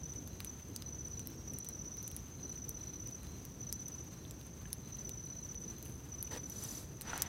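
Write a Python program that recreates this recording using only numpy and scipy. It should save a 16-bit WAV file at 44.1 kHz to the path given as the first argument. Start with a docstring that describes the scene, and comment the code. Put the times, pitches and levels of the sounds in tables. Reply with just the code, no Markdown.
"""A campfire at night. From the start, turbulent flames rumble and hiss, the wood ticks, knocks and
pops as its cell walls burst, and a near cricket scrapes its wings in bouts of double pulses over a far
chorus. A lower insect soon joins faintly, and two fainter crickets call between 1.2 and 2.2 s.
At 5.8 s sap sizzles briefly. From 6.3 s something close by scuffs twice by friction, with a soft
swish in between, and the loudest pop comes just before the end."""
import sys
import numpy as np
from scipy import signal
from scipy.fft import rfft, irfft
from scipy.io import wavfile

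SR = 44100
rng = np.random.default_rng(int(sys.argv[2]) if len(sys.argv) > 2 else 0)


def wav_out(sig):
    """Save sig, one row per channel (or a flat mono array), as 16-bit PCM at SR to the path in sys.argv[1]."""
    wavfile.write(sys.argv[1], SR, np.round(np.clip(np.atleast_2d(sig).T, -1, 1) * 32767).astype(np.int16))


N = 321043
TIME = np.arange(N) / SR


def pop(ring_hz, ring_db, body_hz, body_db, decay_ms, ring_width_hz=1100, body_width_hz=500):
    """Impulse response: a cell wall bursts and splinters, with a treble ring and a body; unit energy."""
    # spectra of the treble snap and of the woody body: f/Hz, level/dB
    snap_spectrum = [(500, -55), (2800, -25), (4800, -6.5), (8000, -3), (12000, -3), (16000, -5)]
    body_spectrum = [(200, -21), (900, -8), (2500, 8), (5000, 6), (8000, -6), (16000, -35)]
    size = 1024
    hz = abs(np.fft.fftfreq(size, 1 / SR))
    ms = np.arange(size) / SR * 1000
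    crack = read(snap_spectrum, hz) * (1 + gain_of(ring_db) / (1 + ((hz - ring_hz) / ring_width_hz) ** 2))
    body = read(body_spectrum, hz) * (1 + gain_of(2) / (1 + ((hz - body_hz) / body_width_hz) ** 2))
    colour = np.hypot(evened(crack), gain_of(body_db + 3) * evened(body))
    ring_down = np.fft.ifft(np.exp(np.conj(signal.hilbert(np.log(colour))))).real  # minimum phase
    splinters = .42 * rng.standard_normal(size) * np.exp(-ms / decay_ms)
    splinters[8] = 1  # the main snap follows the first splinters
    sound = signal.fftconvolve(splinters, ring_down)
    return sound / np.linalg.norm(sound)


def crackle(boost_db=7):
    """Shot noise: many small bursts fall at random among the loud pops, some woody and some thin."""
    # t/s, level before boost/dB, ring f/Hz, ring level/dB, relative body level/dB
    loud_pops = [(.2753, -35, 11900, 10, -25), (.403, -26, 9400, -5, -3), (.446, -24, 9150, 6, -15.5),
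                 (.7615, -21.5, 12500, -13, -30), (.8215, -30, 12500, 5, -1),
                 (1.1934, -30.5, 7350, -4, -11), (1.2715, -25, 12400, 18, -16),
                 (1.5344, -33, 11400, 8, -14), (1.5857, -25.5, 10100, 4, -19), (1.6458, -33, 7290, 3, -10),
                 (1.6873, -24, 14800, -6, -32), (1.9693, -35.5, 11500, 0, -8), (2.0268, -32, 14100, 1, -26),
                 (2.0773, -25, 12200, 7, -16), (2.1141, -32.5, 9020, 3, -14),
                 (2.1639, -23.5, 10200, 1, -39), (2.6922, -22, 11900, 4, -22),
                 (3.0734, -34, 13600, -1, -12), (3.4511, -31.5, 12500, -2, -15),
                 (3.7257, -18, 11600, -5, -20), (3.8821, -31.5, 11800, -2, -19), (4.3092, -31, 7320, 3, -6),
                 (4.729, -18.5, 10300, 6, -16), (5.0926, -26.5, 13800, 10, -16),
                 (5.8262, -31, 13400, -4, -13), (6.2261, -20.5, 11350, 27, -25.5),
                 (6.4981, -30.5, 12000, 20, -24), (6.6376, -27, 10700, 3, -25),
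                 (7.0104, -27, 13700, 8, -13), (7.018, -27, 9000, -5, -26), (7.177, -24.5, 10500, 3, -18),
                 (7.22, -11, 11500, 10, -17)]
    # small pops and tiny ticks: rate/(1/s), least level before boost/dB, spread/dB, decay t/ms
    small_pops = [(3, -41, 1, 0.54), (80, -55.5, 3, .8)]
    pop_body_hz = 5200  # the mid-treble peak colouring the loud pops
    out = np.zeros(N)
    for start, db, ring_hz, ring_db, body_db in loud_pops:
        sound = pop(ring_hz, ring_db, pop_body_hz, body_db, decay_ms=.54)
        add(out, start + .001, gain_of(db + boost_db) * sound)
    for rate, least_db, spread_db, decay_ms in small_pops:
        draws = rng.random((2048, 5))[:round(rate * N / SR)]
        for when, size, ring_pitch, body_pitch, thinness in draws:
            db = least_db + spread_db * min(-np.log(size), 3.5)
            sound = pop(ring_hz=np.interp(ring_pitch, (0, 1), (8400, 14900)), ring_db=10,
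                        body_hz=np.interp(body_pitch, (0, 1), (1500, 5640)), body_db=-1 - 20 * thinness,
                        decay_ms=decay_ms)
            add(out, when * N / SR, gain_of(db + boost_db) * sound)
    return outdoors(out, wet_db=-11, t60=.04)


def flames():
    """Turbulent combustion: burning gas flutters low and flaps in short puffs, under an even hiss."""
    # rumble, hiss of flames and night air, and puffs: f/Hz, relative spectral level/dB
    rumble_spectrum = [(20, -45), (30, -33), (42, -11), (60, 1), (85, -0.5), (140, -2), (200, -7.5),
                       (340, -13), (500, -19.5), (800, -28), (1300, -48), (2200, -80)]
    hiss_spectrum = [(300, 0.5), (700, -1), (1000, 2.5), (1600, -1.5), (2200, -4), (4000, -6), (5500, -6),
                     (7200, -9), (9500, -11.5), (11000, -11), (13500, -7.5), (15800, -14.5)]
    puff_spectrum = [(70, -25), (160, 0), (330, -2), (500, -12), (900, -31), (2000, -70)]
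    rumble = fluttering_noise(rumble_spectrum, depth_db=1, rate_hz=9)
    hiss = fluttering_noise(hiss_spectrum, depth_db=1.22, rate_hz=25)
    puffs = fluttering_noise(puff_spectrum, depth_db=4.5, rate_hz=12)
    return gain_of(-50) * evened(rumble) + gain_of(-60) * evened(puffs) + gain_of(-62) * hiss


def knocks():
    """Damped oscillation: each knock rings one or two short tones."""
    # t/s, level/dB, f/Hz, 60 dB decay t/s
    modes = [(.4042, -44.5, 1110, 0.0093), (0.7632, -37.5, 4770, 0.008), (4.251, -45, 3500, .013),
             (4.655, -45.5, 1700, .02), (4.656, -47.5, 2940, .01), (4.7303, -39, 5400, 0.014),
             (7.012, -40.5, 4300, .008), (7.133, -25.5, 1380, 0.0068), (7.133, -40, 950, .012)]
    out, t = np.zeros(N), np.arange(SR // 20) / SR
    for start, db, hz, t60 in modes:
        add(out, start, gain_of(db - 60 * t / t60) * np.sin(2 * np.pi * hz * t))
    return outdoors(out, wet_db=-8, t60=.04)


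def sap_sizzle():
    """Modulated noise: sap sizzles in one short, grainy burst of treble."""
    # start t/s, attack t/s, hold t/s, release t/s, level/dB
    burst = (5.843, .01, .075, .07, -61.5)
    # f/Hz, relative spectral level/dB
    spectrum = [(6000, -25), (9000, -2), (10500, 2), (13500, -1), (16000, -10)]
    return grainy_noise(burst, spectrum, grain_db=6)


def cricket(bouts, hz, db, wet_db, waver_hz, roughness):
    """Stridulation: two wing strokes make a chirp; the note sags as the scraper slows to end each."""
    attack, hold, release = .004, .0072, .011  # of one stroke, t/s
    chirp_period_s, stroke_spacing_s, sag_hz_per_s = .063, .0217, 25000
    t = np.arange(0, attack + hold + release, 1 / SR)
    shape = envelope(t, attack, hold, release)
    pitch = hz - sag_hz_per_s * np.maximum(t - attack - hold, 0)
    out = np.zeros(N)
    for first, last in bouts:
        for chirp in paced(first, last, chirp_period_s):
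            for middle in (chirp, chirp + stroke_spacing_s):
                detune, size = rng.standard_normal(2)
                stroke = shape * np.sin(phase_of(pitch + 6 * detune))
                if middle > 0:
                    add(out, middle - attack - hold / 2, gain_of(db + .5 * size) * stroke)
    # uneven teeth on the file shake pitch and level
    shake = np.exp(1j * phase_of(waver_hz * drift(250))) * (1 + roughness * drift(300))
    return outdoors((signal.hilbert(out) * shake).real, wet_db, t60=.055)


def crickets():
    """Superposition: one near cricket and two fainter ones call, each at its own pitch."""
    # f/Hz, level/dB, relative echo level/dB, waver f/Hz, roughness (0-1)
    voices = [(6005, -42.3, -16, 14, .13), (5740, -56, -3, 40, .25), (5570, -61, -4, 25, .15)]
    # index of the cricket, first chirp t/s, last chirp t/s
    bouts = [(0, -.024, .164), (0, .477, .477), (0, .867, 1.179), (2, 1.265, 1.33), (1, 1.39, 2.17),
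             (0, 1.481, 2.048), (0, 2.435, 3.129), (0, 3.611, 3.987), (0, 4.928, 5.684), (0, 6.125, 6.754),
             (0, 7.078, 7.267)]
    out = np.zeros(N)
    for index, voice in enumerate(voices):
        own_bouts = [(first, last) for caller, first, last in bouts if caller == index]
        out += cricket(own_bouts, *voice)
    return out


def scuffs_and_swish():
    """Friction: streams of tiny, uneven slips make two gritty scuffs and a smoother swish."""
    # start t/s, attack t/s, hold t/s, release t/s, level/dB
    scuff_strokes = [(6.304, .011, .056, .035, -46.2), (7.033, .06, .095, .3, -46.6)]
    swish_stroke = (6.425, .225, .135, .14, -51)
    # one spectrum for each stroke: f/Hz, relative spectral level/dB
    scuff_spectra = [
        [(250, -12), (470, 3.5), (680, -10), (920, -3), (1100, -12), (1290, -6), (1500, -13), (1800, -7),
         (2300, -16), (4400, -14.5), (8000, -19.5), (16000, -26)],
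        [(300, -2), (580, -7), (850, 0), (1100, -5.5), (1400, -2.5), (1850, -4), (2300, -9), (4000, -12),
         (7000, -17), (11000, -26), (16000, -30)],
    ]
    swish_spectrum = [(500, 3.5), (2500, -7), (4500, 1), (7000, 3), (9000, -3), (11000, 0.5), (14000, -3),
                      (16000, -15)]
    scuffs = sum(grainy_noise(stroke, spectrum, grain_db=2)
                 for stroke, spectrum in zip(scuff_strokes, scuff_spectra))
    return scuffs + grainy_noise(swish_stroke, swish_spectrum, grain_db=1)


def far_chorus(blur_hz=42, stroke_hz=46):
    """Scattering smears the strokes of far crickets, each chirping at its own rate, into a shimmer."""
    # f/Hz, level/dB, chirp rate f/Hz, bout rate f/Hz
    voices = [(5790, -69.5, 15.4, 0.777), (5990, -64.5, 21, 1.1), (6140, -66.5, 14, 0.68),
              (6160, -63.5, 14, 1.19), (6240, -65.5, 17.3, 0.866), (6420, -71.5, 17, 1.6)]
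    out = np.zeros(N)
    for hz, db, chirp_hz, bout_hz in voices:
        strokes = np.maximum(np.sin(phase_of(stroke_hz * (1 + .2 * drift(10)))) + .6, 0)
        chirps = 1 + .5 * np.sin(phase_of(chirp_hz * (1 + .1 * drift(4))))
        bouts = 1 + .5 * np.tanh(2 * drift(bout_hz * 2))
        note = np.sin(phase_of(hz + blur_hz * drift(130)))
        out += gain_of(db) * evened(outdoors(strokes * chirps * bouts * note, wet_db=4, t60=.09))
    return out


def low_insect(hz=4080, db=-72, chirp_s=.275, period_s=.42, stroke_hz=42, pulse_hz=15):
    """Amplitude modulation shapes a faint note, blurred by distance, into chirps of a few pulses."""
    # first chirp t/s, last chirp t/s, relative level/dB
    runs = [(.39, 2.06, -1), (2.47, 3.28, 1.5), (3.72, 4.2, -1.5), (4.92, 5.77, 0)]
    t = np.arange(0, chirp_s, 1 / SR)
    pulses = 1 + .32 * np.cos(2 * np.pi * pulse_hz * (t - chirp_s / 2))
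    chirp = signal.windows.tukey(len(t), .5) * pulses
    level = np.zeros(N)
    for first, last, run_db in runs:
        for middle in paced(first, last, period_s):
            add(level, middle - chirp_s / 2, gain_of(run_db) * chirp)
    note = np.sin(phase_of(hz + 50 * drift(150)))
    strokes = 1 + np.sin(phase_of(stroke_hz * (1 + .25 * drift(15))))
    return gain_of(db + drift(5)) * level * evened(outdoors(note * strokes, wet_db=0, t60=.08))


def outdoors(x, wet_db, t60):
    """Scattering from ground and plants adds a thin, short tail."""
    t = np.arange(SR // 3) / SR
    tail = rng.standard_normal(len(t)) * gain_of(-60 * t / t60) * (t > .001)
    return x + gain_of(wet_db) * signal.fftconvolve(x, tail / np.linalg.norm(tail))[:N]


def fluttering_noise(spectrum, depth_db, rate_hz):
    """Slow random modulation makes the level of coloured noise flutter."""
    return coloured(rng.standard_normal(N), spectrum) * gain_of(depth_db * drift(rate_hz))


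def grainy_noise(stroke, spectrum, grain_db):
    """Fast random modulation breaks noise into grains, filtered and set under one envelope."""
    start, attack, hold, release, db = stroke
    grains = rng.standard_normal(N) * gain_of(grain_db * drift(400))
    return gain_of(db) * envelope(TIME - start, attack, hold, release) * coloured(grains, spectrum)


def coloured(x, spectrum):
    """Filtering: multiplies the spectrum of x by the given one; rms 1."""
    hz = np.fft.rfftfreq(len(x), 1 / SR)
    return evened(irfft(rfft(x) * read(spectrum, hz), len(x)))


def read(spectrum, hz):
    """Interpolation on a log-frequency axis gives a spectrum's gain at hz."""
    f, db = np.transpose(spectrum)
    return gain_of(np.interp(np.log(hz + 1), np.log(f + 1), db))


def drift(hz):
    """Random fluctuation of rms 1, mostly below the given rate."""
    knots = rng.standard_normal(int(N / SR * hz * 2) + 3)
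    return evened(np.interp(TIME * hz * 2, np.arange(len(knots)), knots))


def envelope(t, attack, hold, release):
    """Amplitude envelope: a linear rise, a hold and a quadratic fall."""
    return np.clip(t / attack, 0, 1) * np.clip(1 - (t - attack - hold) / release, 0, 1) ** 2


def paced(first, last, period):
    """Periodic repetition: even times from first to last, about one period apart."""
    return np.linspace(first, last, round((last - first) / period) + 1)


def phase_of(hz):
    """Phase is the time integral of angular frequency."""
    return 2 * np.pi * np.cumsum(hz) / SR


def gain_of(db):
    """Amplitude ratio of a level in decibels."""
    return 10 ** (np.asarray(db) / 20)


def evened(x):
    """Normalisation to rms 1."""
    return x / np.sqrt(np.mean(x ** 2) + 1e-20)


def add(mix, start, sound):
    """Superposes a sound on the mix from a start time in seconds."""
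    part = mix[max(round(start * SR), 0):][:len(sound)]
    part += sound[:len(part)]


def scene():
    """Superposition: fire, insects and scuffs sum at one listening point."""
    calls = crickets()
    fire = flames() + crackle() + sap_sizzle()
    return (calls + far_chorus() + low_insect() + fire + knocks() + scuffs_and_swish())[None]


def record(dry, cutoff_hz=16000):
    """Band limiting: a linear-phase low-pass removes the highest treble."""
    low_pass = signal.firwin(301, cutoff_hz, window=("kaiser", 8), fs=SR)
    return signal.oaconvolve(dry, low_pass[None], "same")


dry = scene()
out = record(dry)
wav_out(out)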